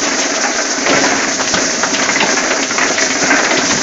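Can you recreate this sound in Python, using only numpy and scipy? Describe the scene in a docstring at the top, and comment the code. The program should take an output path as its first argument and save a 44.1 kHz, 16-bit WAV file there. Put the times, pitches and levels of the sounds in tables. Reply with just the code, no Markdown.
"""Empty plastic bottles rattle and scrape in a sorting machine's steel drum, over air hiss and a drone.
Air jets spurt as bottles pass them; the drive hums in its housing and the turning drum rumbles.
Bottles knock on the drum wall, bump onto the heap, clack down flat and now and then thump the panels.
The machine is close by, in a hard factory hall. The sound is mono, with no top octave."""
import sys
import numpy as np
from scipy import signal
from scipy.fft import rfft, irfft
from scipy.io import wavfile
from scipy.ndimage import map_coordinates

SR = 44100
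rng = np.random.default_rng(int(sys.argv[2]) if len(sys.argv) > 2 else 0)


def to_wav(sig):
    """Store sig (one row per channel, or 1-D mono) as 16-bit WAV at the path in sys.argv[1].

    Samples outside -1..1 are clipped; the rate is SR.
    """
    pcm = np.clip(np.atleast_2d(sig), -1, 1) * 32767
    pcm = np.round(pcm).astype(np.int16)
    wavfile.write(sys.argv[1], SR, pcm.T)  # frames by channels


N = 168462
TIME_S = np.arange(N) / SR


def undb(db):
    return 10 ** (np.asarray(db) / 20)


def unit(x):
    """Scale to rms 1."""
    return x / np.sqrt(np.mean(x ** 2) + 1e-18)


def noise(spectrum, samples=N):
    """Noise of rms 1, shaped by (Hz, dB) points."""
    hz, db = np.array(spectrum).T
    bins_hz = np.maximum(np.fft.rfftfreq(samples, 1 / SR), 1)
    gain = undb(np.interp(np.log(bins_hz), np.log(hz), db))
    return unit(irfft(rfft(rng.standard_normal(samples)) * gain, samples))


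def wander(rate_hz):
    """Smooth random curve, spread near 1."""
    return map_coordinates(rng.standard_normal(size=2048), [TIME_S * rate_hz], order=3, mode="wrap")


def curve(points):
    return np.interp(TIME_S, *np.array(points).T)


def fade(t, t60_s):
    return np.exp(-np.log(1000) * t / t60_s)


def add(out, start_s, sound):
    i = max(int(start_s * SR), 0)
    n = max(min(len(sound), N - i), 0)
    out[i:i + n] += sound[:n]


# Bottle modes. Each row: multiple of the ring pitch, level in dB, T60 in seconds.
BOTTLE_RESONANCES = [(0.531,-7.5,0.055),(0.789,-4.5,0.045),(1.002,3,0.12),(1.126,-2.5,.055),(1.306,-8.5,.045)]
ATTACK_S = 0.002

def ring(pitch_hz):
    """A struck bottle's modes ring, slightly detuned at each blow."""
    t = np.arange(SR // 8) / SR
    out = np.zeros(len(t))
    for ratio, db, t60_s in BOTTLE_RESONANCES:
        hz = pitch_hz * ratio * (1 + 0.01 * rng.standard_normal())
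        out += undb(db) * fade(t, t60_s) * np.sin(2 * np.pi * (hz * t + rng.random()))
    return out * (1 - np.exp(-t / ATTACK_S))


# Spectra of a bottle's shell and hollow body. Each row: frequency in Hz, relative density in dB.
SHELL_SPECTRUM = [(150,-39.5),(450,-21),(750,-1.5),(1100,-4.5),(1600,2),(2150,1),(2700,-7),(3500,-30.5)]
BODY_SPECTRUM = [(70,-46.5),(130,-37.5),(190,-11),(280,3.5),(400,0),(490,-2),(620,3),(850,-5.5),(1400,-34.5)]
# Tumbling strength of the heap. Each row: time in seconds, level in dB.
TUMBLE_LEVELS = [(0,-16),(.3,-18),(.62,-20),(.84,-20),(.92,-16.5),(1.28,-15),(1.36,-22.5),(1.51,-22),(1.62,-17.5),(1.9,-22),(2.03,-17),(2.19,-20),(2.3,-17),(2.58,-16.5),(2.68,-24.5),(2.77,-20.5),(2.86,-15.5),(2.96,-22),(3.05,-19.5),(3.18,-17.5),(3.4,-15),(3.82,-19)]

def rattle(hits_per_s=80, t60_s=0.1, low_hz=903.6, high_hz=2235, shell_db=-6, body_db=-7.5, ring_db=-9.5):
    """Many small collisions in the heap, each with its own short clatter and pitch."""
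    energy, rings = np.zeros(N), np.zeros(N)
    for slot, (when, chance, pitch) in enumerate(rng.random((512, 3))):
        start_s = (slot + 2 * when) / hits_per_s
        size = undb(1.5 * min(-np.log(chance), 2))  # 0 to 3 dB
        add(energy, start_s, np.array([size ** 2]))
        if start_s < TIME_S[-1]:
            add(rings, start_s, size * ring(low_hz + pitch * (high_hz - low_hz)))
    power = signal.fftconvolve(energy, fade(TIME_S[:SR // 4], t60_s) ** 2)[:N]
    envelope = unit(np.sqrt(np.abs(power)))
    clatter = undb(shell_db) * noise(SHELL_SPECTRUM) + undb(body_db) * noise(BODY_SPECTRUM)
    return (envelope * clatter + undb(ring_db) * unit(rings)) * undb(curve(TUMBLE_LEVELS))


# Spectrum of hard contact, sliding or struck. Each row: frequency in Hz, relative density in dB.
CONTACT_SPECTRUM = [(500,-33.5),(1500,-8),(2600,6),(3600,4.5),(5000,2.5),(7500,-19.5)]
# Sliding strength. 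Each row: time in seconds, level in dB.
SLIDE_LEVELS = [(0,-26.5),(.6,-35.5),(1.101,-27.5),(1.8,-32),(2.27,-28.5),(2.73,-32.5),(3.05,-28.5),(3.3,-35.5),(3.7,-27.5)]

def scrape(judder_db=3.5, judder_hz=45.05):
    """Bottles slide over the steel in fits."""
    return noise(CONTACT_SPECTRUM) * undb(curve(SLIDE_LEVELS) + judder_db * wander(judder_hz))


# Jet spectrum. Each row: frequency in Hz, relative density in dB.
JET_SPECTRUM = [(1500,-37.5),(2500,-11.5),(3400,-11),(4600,-1.5),(5500,3),(6100,6.5),(6550,5),(6950,0),(7500,-10)]
# Spurts on passing bottles. Each row: centre in seconds, Gaussian sigma in seconds, relative level in dB.
JET_SPURTS = [(0.043,0.016,-18.5),(0.202,0.014,-18.5),(0.72,0.022,-18.5),(1.03,0.044,-18.5),(1.492,0.019,-20.5),(1.547,0.0058,-16.5),(1.655,0.045,-18),(1.943,0.0082,-18),(2.333,0.036,-19),(2.788,0.0052,-17.5),(3.03,0.04,-17.5),(3.238,0.041,-21.5),(3.706,0.074,-20)]
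# Wall reflections. Each entry: delay in seconds.
WALL_DELAYS_S = [0.0025, .0052]
WALL_DB, WALL_DRIFT_S, WALL_DRIFT_HZ = -14, 0.00005, 2.98

def air_jets(hiss_db=-19.5, spurt_gain_db=1.5, flutter_db=1.17, flutter_hz=45.1):
    """Nozzles hiss and swell as bottles cross the jet; near steel walls colour the hiss."""
    swell = sum(undb(db + spurt_gain_db) * np.exp(-0.5 * ((TIME_S - centre_s) / sigma_s) ** 2)
                for centre_s, sigma_s, db in JET_SPURTS)
    jet = noise(JET_SPECTRUM)
    echoes = np.zeros(N)
    for delay_s in WALL_DELAYS_S:
        delayed_s = TIME_S - delay_s - WALL_DRIFT_S * wander(WALL_DRIFT_HZ)
        echoes += map_coordinates(jet, [delayed_s * SR], order=3, mode="mirror")
    envelope = np.hypot(undb(hiss_db), swell) * undb(flutter_db * wander(flutter_hz))
    return unit(jet + undb(WALL_DB) * echoes) * envelope


# Drive spectrum. Each row: frequency in Hz, relative density in dB.
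DRIVE_SPECTRUM = [(20,-9),(45,-26),(130,-20.5),(200,-16.5),(270,-11.5),(480,6),(1000,0.5),(2000,3),(3200,-26.5)]
# Steel housing resonances. Each row: frequency in Hz, width in Hz, level in dB at mean load.
HOUSING_MODES = [(269.7,33.6,-27),(385,55,-31),(643.8,20,-29.5),(1506,30,-37)]

def drive(drone_db=-26.5, shake_db=4, shake_hz=68.8, lowest_mode_flex_s=0.0003, flex_hz=11, load_share=0.59):
    """The drive drones and shakes the flexing housing, harder while the heap tumbles."""
    out = undb(drone_db) * noise(DRIVE_SPECTRUM)
    lowest_hz = HOUSING_MODES[0][0]
    for hz, width_hz, db in HOUSING_MODES:
        b, a = signal.iirpeak(hz, hz / (1.58 * width_hz), fs=SR)  # two passes narrow it to width_hz
        shake = rng.standard_normal(N) * undb(shake_db * wander(shake_hz))
        mode = signal.lfilter(b, a, signal.lfilter(b, a, shake))
        flexed_s = TIME_S + lowest_mode_flex_s * lowest_hz / hz * wander(flex_hz)
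        out += undb(db) * unit(map_coordinates(mode, [flexed_s * SR], order=1, mode="mirror"))
    tumble_db = curve(TUMBLE_LEVELS)
    return out * undb(load_share * (tumble_db - tumble_db.mean()))


# Drum spectrum. Each row: frequency in Hz, relative density in dB.
DRUM_SPECTRUM = [(30,-24),(55,-26.5),(80,-11),(118,-1.5),(140,-5),(185,3.5),(240,6.5),(400,-19)]
# Rumble strength. Each row: time in seconds, level in dB.
DRUM_LEVELS = [(0,-33.5),(.72,-49),(.93,-31.5),(2.15,-27.5),(2.419,-37),(2.85,-30.5),(3.45,-34.5),(3.7,-30)]

def rumble(shake_db=1.5, shake_hz=21.57):
    """The turning drum rumbles unevenly."""
    return undb(curve(DRUM_LEVELS) + shake_db * wander(shake_hz)) * noise(DRUM_SPECTRUM)


def burst(spectrum, t60_s, attack_s=ATTACK_S, contact_s=0.004, contact_gain=0.6):
    """Dense modes struck at once: a sharp contact above a fading tail."""
    t = np.arange(SR // 4) / SR
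    contact = 1 + contact_gain * np.exp(-t / contact_s)
    envelope = (1 - np.exp(-t / attack_s)) * fade(t, t60_s) * contact
    return unit(noise(spectrum, len(t)) * envelope) * np.sqrt(np.mean(envelope ** 2))


def hollow_body(db):
    """A bottle's hollow body answers a blow."""
    return undb(db) * burst(BODY_SPECTRUM, t60_s=0.13, attack_s=0.0047)


def crack(db, gain_db=1.5):
    """A hard contact cracks brightly."""
    return undb(db + gain_db) * burst(CONTACT_SPECTRUM, t60_s=0.12)


# Knocks on the drum wall. Each row: start in seconds, relative shell and ring level in dB,
# ring pitch in Hz, body level in dB, relative crack level in dB.
WALL_KNOCKS = [(0.188, -15.5, 2080, -18, -26.5), (0.4354, -6, 1503, -20, -41),
               (0.4494, -5, 812, -30.5, -42), (0.5822, -9, 1565, -36, -32.5),
               (0.9278, -2.5, 1330, -13, -22.5), (0.9717, -5.5, 1520, -10.5, -25.5),
               (1.040, -6, 995, -14.5, -31), (1.060, -6.5, 1583, -19, -20.5),
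               (1.104, -15, 1660, -20.5, -33), (1.118, -7.5, 710, -25, -28), (1.5698, -6, 1497, -12.5, -28),
               (1.9939, -6, 1624, -23, -28.5), (2.0207, -8.5, 2080, -15.5, -18),
               (2.0892, -2, 2120, -18.5, -28.5), (2.157, -4, 2020, -19, -32),
               (2.2237, -6.5, 891, -8.5, -18.5), (2.2886, -7, 1603, -17, -29),
               (2.3667, -2.5, 1667, -27.5, -39.5), (2.7047, -6.5, 1367, -23.5, -34.5),
               (2.8105, -3, 1903, -24, -28), (2.8237, -1, 1734, -21, -35),
               (2.9781, -3.5, 1942, -21.5, -24.5), (3.0198, -5.5, 1696, -17, -24.5),
               (3.1015, -7, 2196, -35, -20.5), (3.2244, -7, 1460, -12, -32), (3.259, -7, 1650, -22.5, -32),
               (3.3016, 1.5, 1562, -19, -34), (3.3195, -4.5, 2040, -22.5, -34), (3.338, -3, 1524, -15, -30),
               (3.363, -7.5, 1850, -26, -21.5), (3.5069, -4, 2046, -10, -16.5)]

def knocks(shell_gain_db=-9.5, ring_gain_db=-9):
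    """Bottles strike steel: the shell clatters and rings, the body answers, the contact cracks."""
    out = np.zeros(N)
    for start_s, db, pitch_hz, body_db, crack_db in WALL_KNOCKS:
        add(out, start_s, undb(db + ring_gain_db) * ring(pitch_hz))
        shell = undb(db + shell_gain_db) * burst(SHELL_SPECTRUM, t60_s=0.15)
        add(out, start_s, shell + hollow_body(body_db) + crack(crack_db))
    return out


# Drops on the heap. Each row: start in seconds, level in dB.
HEAP_BUMPS = [(0.861,-11.5),(.884,-8.5),(.909,-7.5),(1.014,-12.5),(2.503,-11.5),(2.866,-17),(2.9,-11.5),(3.575,-14.5),(3.718,-13.5)]

def bumps():
    """Bottles drop softly on the heap, so only their hollow bodies sound."""
    out = np.zeros(N)
    for start_s, db in HEAP_BUMPS:
        add(out, start_s, hollow_body(db))
    return out


# Flat landings. Each row: start in seconds, relative level in dB, centre in Hz, relative crack level in dB.
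FLAT_LANDINGS = [(0.862, -8.5, 1520, -22), (0.8917, -13, 2200, -14.5), (1.395, -14, 1100, -27),
                 (1.408, -11.5, 1010, -22), (1.4733, -15, 1700, -23.5), (1.5383, -9.5, 960, -14),
                 (1.8319, -6.5, 1160, -20.5), (1.941, -16, 1750, -14.5), (2.2026, -8.5, 1800, -14.5),
                 (2.506, -9.5, 1650, -22), (2.6261, -14.5, 1900, -19.5), (2.7802, -7.5, 1490, -35),
                 (3.3855, -10.5, 1200, -20.5), (3.444, -12, 1400, -17.5), (3.57, -13.5, 1800, -13),
                 (3.707, -10.5, 1490, -23)]
# Clack spectrum. Each row: multiple of the centre frequency, relative density in dB.
CLACK_SPECTRUM = [(.2,-24),(.4,-7),(.85,-1),(1.45,0),(3.201,-29)]

def clacks(first_end_db=-2, second_end_db=-4, second_end_lag_s=0.006):
    """Bottles land flat, one end just after the other: a dry, broad clack without ring."""
    out = np.zeros(N)
    for start_s, db, centre_hz, crack_db in FLAT_LANDINGS:
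        spectrum = [(ratio * centre_hz, density_db) for ratio, density_db in CLACK_SPECTRUM]
        for lag_s, end_db in (0, first_end_db), (second_end_lag_s, second_end_db):
            add(out, start_s + lag_s, undb(db + end_db) * burst(spectrum, t60_s=0.08, attack_s=0.001))
        add(out, start_s, crack(crack_db))
    return out


# Blows on the panels. Each row: start in seconds, relative level in dB.
PANEL_THUMPS = [(0.895,-25),(0.939,-20.5),(1.537,-16),(2.225,-20.5),(3.233,-20.5),(3.571,-22),(3.722,-17),(3.75,-19.5)]
# Panel spectrum. Each row: frequency in Hz, relative density in dB.
PANEL_SPECTRUM = [(45,-33),(90,-12),(130,-5),(180,4.5),(250,-11),(450,-9),(1200,-41)]

def thumps(gain_db=6.5):
    """Falling bottles set the drum's sheet panels booming."""
    out = np.zeros(N)
    for start_s, db in PANEL_THUMPS:
        add(out, start_s, undb(db + gain_db) * burst(PANEL_SPECTRUM, t60_s=0.098, attack_s=0.0071))
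    return out


def hall(x, echo_db=-9.5, t60_s=0.51, delay_s=0.006):
    """The hard factory hall adds a diffuse echo."""
    t = np.arange(SR) / SR
    tail = rng.standard_normal(SR) * fade(t, t60_s) * (t > delay_s)
    return x + undb(echo_db) * signal.fftconvolve(x, tail / np.linalg.norm(tail))[:N]


def scene():
    bottles = knocks() + clacks() + bumps() + thumps() + rattle() + scrape()
    mono = hall(bottles) + air_jets() + drive() + rumble()
    return np.array([mono, mono])


def record(dry):
    """Peaks near full scale are rounded and the top octave is cut."""
    top_hz = 7500
    rounded = dry / (1 + dry ** 6) ** (1 / 6)
    return signal.sosfiltfilt(signal.ellip(10, 0.1, 60, top_hz, fs=SR, output="sos"), rounded)


dry = scene()
out = record(dry)
to_wav(out)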